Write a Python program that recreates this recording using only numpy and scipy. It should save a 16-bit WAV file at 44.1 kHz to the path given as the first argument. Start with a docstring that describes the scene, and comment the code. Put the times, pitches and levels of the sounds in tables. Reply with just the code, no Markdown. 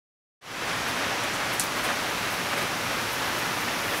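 """A steady hiss, like rain heard from inside a room, fades in after a moment of silence.
It is a wash of mid-range noise that flutters and swells, over a bed of room air and a faint hum.
Something is handled close by: a few faint brushes of friction, and one hard contact that ticks
and leaves a short room tail. The top end slowly brightens. Both channels carry the same signal."""
import sys
import numpy as np
from scipy import signal
from scipy.fft import rfft, irfft
from scipy.io import wavfile

SR = 44100
rng = np.random.default_rng(int(sys.argv[2]) if len(sys.argv) > 2 else 0)


def transcribe(u):
    """Save the signal u as a 16-bit wav file named by the first command-line argument.

    u: samples, shape (n,) or (channels, n), limited to [-1, 1]; the rate is SR.
    q: integer samples, one column per channel.
    """
    v = np.clip(np.atleast_2d(u).T, -1, 1)
    q = np.round(v * 32767).astype(np.int16)
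    wavfile.write(sys.argv[1], SR, q)


N = 176400


def from_db(db):
    """Decibels to gain."""
    return 10 ** (np.asarray(db) / 20)


def unit_power(x):
    """Scale to an RMS of one."""
    return x / np.sqrt(np.mean(x ** 2) + 1e-20)


def seconds():
    """Time of every sample."""
    return np.arange(N) / SR


def fader(points):
    """Gain per sample, riding through (time [s], level [dB]) points."""
    return from_db(np.interp(seconds(), *np.transpose(points)))


def bins_hz():
    """Frequency of every spectral bin, kept above zero."""
    return np.maximum(np.arange(N // 2 + 1) * SR / N, 1)


def shaped_noise(gain):
    """Unit-power noise shaped by a gain per bin."""
    return unit_power(irfft(rfft(rng.standard_normal(N)) * gain, N))


def coloured_noise(eq):
    """Unit-power noise through an EQ curve of (frequency [Hz], gain [dB]) points."""
    hz, db = np.transpose(eq)
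    return shaped_noise(from_db(np.interp(np.log(bins_hz()), np.log(hz), db)))


def drift(rate_hz):
    """Random modulator with an RMS of one, rolling off above the rate."""
    return shaped_noise(1 / (1 + (bins_hz() / rate_hz) ** 2))


# Tone of the room bed: (frequency [Hz], relative level [dB])
AIR_EQ = [(15, -36), (28, -18), (44, -6.5), (58, -5), (72, -11), (90, -1.5), (116, 3.5), (140, -2.5),
          (175, 1.5), (203, -4.5), (240, 1), (300, -1), (400, -7.5), (1500, -7.5), (3500, -8), (5000, -10),
          (5700, -8.5), (7000, -14.5), (8700, -18.5), (10500, -17), (12000, -23), (16000, -31)]
# Fader ride that brings up the top end: (time [s], level [dB])
SHEEN_LEVEL = [(.7, -51), (1.4, -51), (2, -46.5), (2.8, -46.5), (3.1, -45), (3.35, -44), (3.7, -46),
               (3.85, -44), (3.95, -40.5), (4, -41)]
# Tone of that top end: (frequency [Hz], relative level [dB])
SHEEN_EQ = [(4000, -19), (8500, -8), (11000, 0), (13500, -2), (16000, -7.5)]


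def air():
    """An even bed of room noise, topped by a thin sheen that slowly grows."""
    bed = from_db(-34) * coloured_noise(AIR_EQ)
    sheen = fader(SHEEN_LEVEL) * coloured_noise(SHEEN_EQ)
    return bed + sheen


# Tones of the hum: (pitch [Hz], level [dB], RMS pitch wander [Hz])
HUM_TONES = [(175.7, -53, 2.98), (573, -50.5, 2.52)]


def hum():
    """Two wavering tones, almost buried in the bed."""
    out = np.zeros(N)
    for hz, db, wander_hz in HUM_TONES:
        pitch = hz + wander_hz * drift(rate_hz=4.07)
        out += from_db(db) * np.sqrt(2) * np.sin(2 * np.pi * np.cumsum(pitch) / SR)
    return out


# Cues for the brushing touches: (time [s], peak level [dB], length [s], band centre [Hz])
TOUCH_CUES = [(0.874, -40.5, 0.023, 10500), (1.234, -39, .01, 9000), (1.332, -39, .022, 7500),
              (1.525, -38, 0.026, 10500), (1.633, -37, .019, 12000), (1.757, -44, .03, 11000),
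              (1.83, -38.5, .035, 9500), (2.303, -42, .033, 11500), (2.571, -42, .02, 9500),
              (2.61, -41, .022, 10000), (3.121, -40, .021, 11000), (3.378, -42, .018, 12500),
              (3.603, -43.5, .02, 12500), (3.968, -38.5, .015, 10000)]


def touches(width_octaves=.45, grain_db=2.5):
    """Each light touch is a grainy puff of bright friction noise: fast attack, then a decay."""
    puffs = np.zeros(N)
    for start, db, length, centre_hz in TOUCH_CUES:
        age = np.maximum(seconds() - start, 0) / (length / 2)
        envelope = age * np.exp(1 - age)  # peaks at half the length
        band = np.exp(-.5 * (np.log2(bins_hz() / centre_hz) / width_octaves) ** 2)
        puffs += from_db(db) * envelope * shaped_noise(band)
    grain = unit_power(from_db(grain_db * drift(rate_hz=300)))
    return puffs * grain


# Tone of the tick's room tail: (frequency [Hz], relative level [dB])
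TAIL_EQ = [(2000, -22), (4200, -3), (6500, 0), (9000, -1.5), (11300, -1), (12800, -10), (16000, -19)]


def tick(at_s=1.5975, ring_band_hz=(7400, 10700), tail_db=-23.5, attack_s=.0015, t60_s=.15):
    """One hard contact rings for a few cycles; a diffuse room tail follows."""
    contact = np.zeros(N) + 1e-18
    contact[int(at_s * SR)] = from_db(10.5)
    ring = signal.sosfilt(signal.butter(2, ring_band_hz, "band", fs=SR, output="sos"), contact)
    age = np.maximum(seconds() - at_s, 0)
    attack = 1 - np.exp(-age / attack_s)
    decay = from_db(tail_db - 60 * age / t60_s)
    return ring + attack * decay * coloured_noise(TAIL_EQ)


# Fader ride on the body of the hiss: (time [s], level [dB])
HISS_RIDE = [(.7, -30.5), (.83, -31.5), (1, -29.5), (1.2, -30), (1.5, -31), (1.72, -31), (2.05, -30),
             (2.4, -30.5), (2.65, -30), (2.76, -32), (2.91, -29.5), (3.18, -31.5), (3.3, -29.5),
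             (3.52, -30.5), (3.75, -29.5), (4, -30.5)]
# Brief swells added to the body: (peak time [s], width [s], peak level [dB])
HISS_SWELLS = [(.475, 0.021, -30), (0.698, 0.042, -31.5), (0.896, 0.044, -30.5), (1.025, .03, -31.5),
               (1.273, 0.037, -34.5), (1.418, .03, -32), (1.527, 0.057, -30.5), (1.782, 0.035, -32),
               (1.859, 0.029, -29.5), (1.9, 0.038, -28), (2.534, 0.019, -29), (2.584, 0.024, -29.5),
               (2.622, 0.022, -30.5), (3.229, 0.032, -29), (3.935, 0.033, -30)]
# Tone of the hiss, fullest in the mids: (frequency [Hz], relative level [dB])
HISS_EQ = [(100, -22), (250, -5), (400, -3), (750, -0.6), (1450, 0.16), (2500, -3.5), (3500, -10),
           (5000, -16), (8000, -25.5), (16000, -45)]


def hiss(flutter_db=.5):
    """The rain-like wash of noise flutters a little and swells briefly now and then."""
    flutter = from_db(flutter_db * drift(rate_hz=20))
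    power = (fader(HISS_RIDE) * flutter) ** 2
    for peak_s, width, db in HISS_SWELLS:
        bell = np.exp(-(2 * (seconds() - peak_s) / width) ** 2)
        power += from_db(db) ** 2 * bell
    return np.sqrt(power) * coloured_noise(HISS_EQ)


def scene():
    """A mono mix of all layers, sent to both channels."""
    mix = hiss() + air() + hum() + tick() + touches()
    return np.tile(mix, (2, 1))


def record(dry, fade_start_s=.41, fade_s=.31, cutoff_hz=15750):
    """Master chain: a fade-in from silence, then a steep high cut."""
    fade = np.clip((seconds() - fade_start_s) / fade_s, 0, 1) ** .85
    high_cut = signal.firwin(401, cutoff_hz, fs=SR)
    return signal.fftconvolve(dry * fade, high_cut[None], "same", axes=1)


dry = scene()
out = record(dry)
transcribe(out)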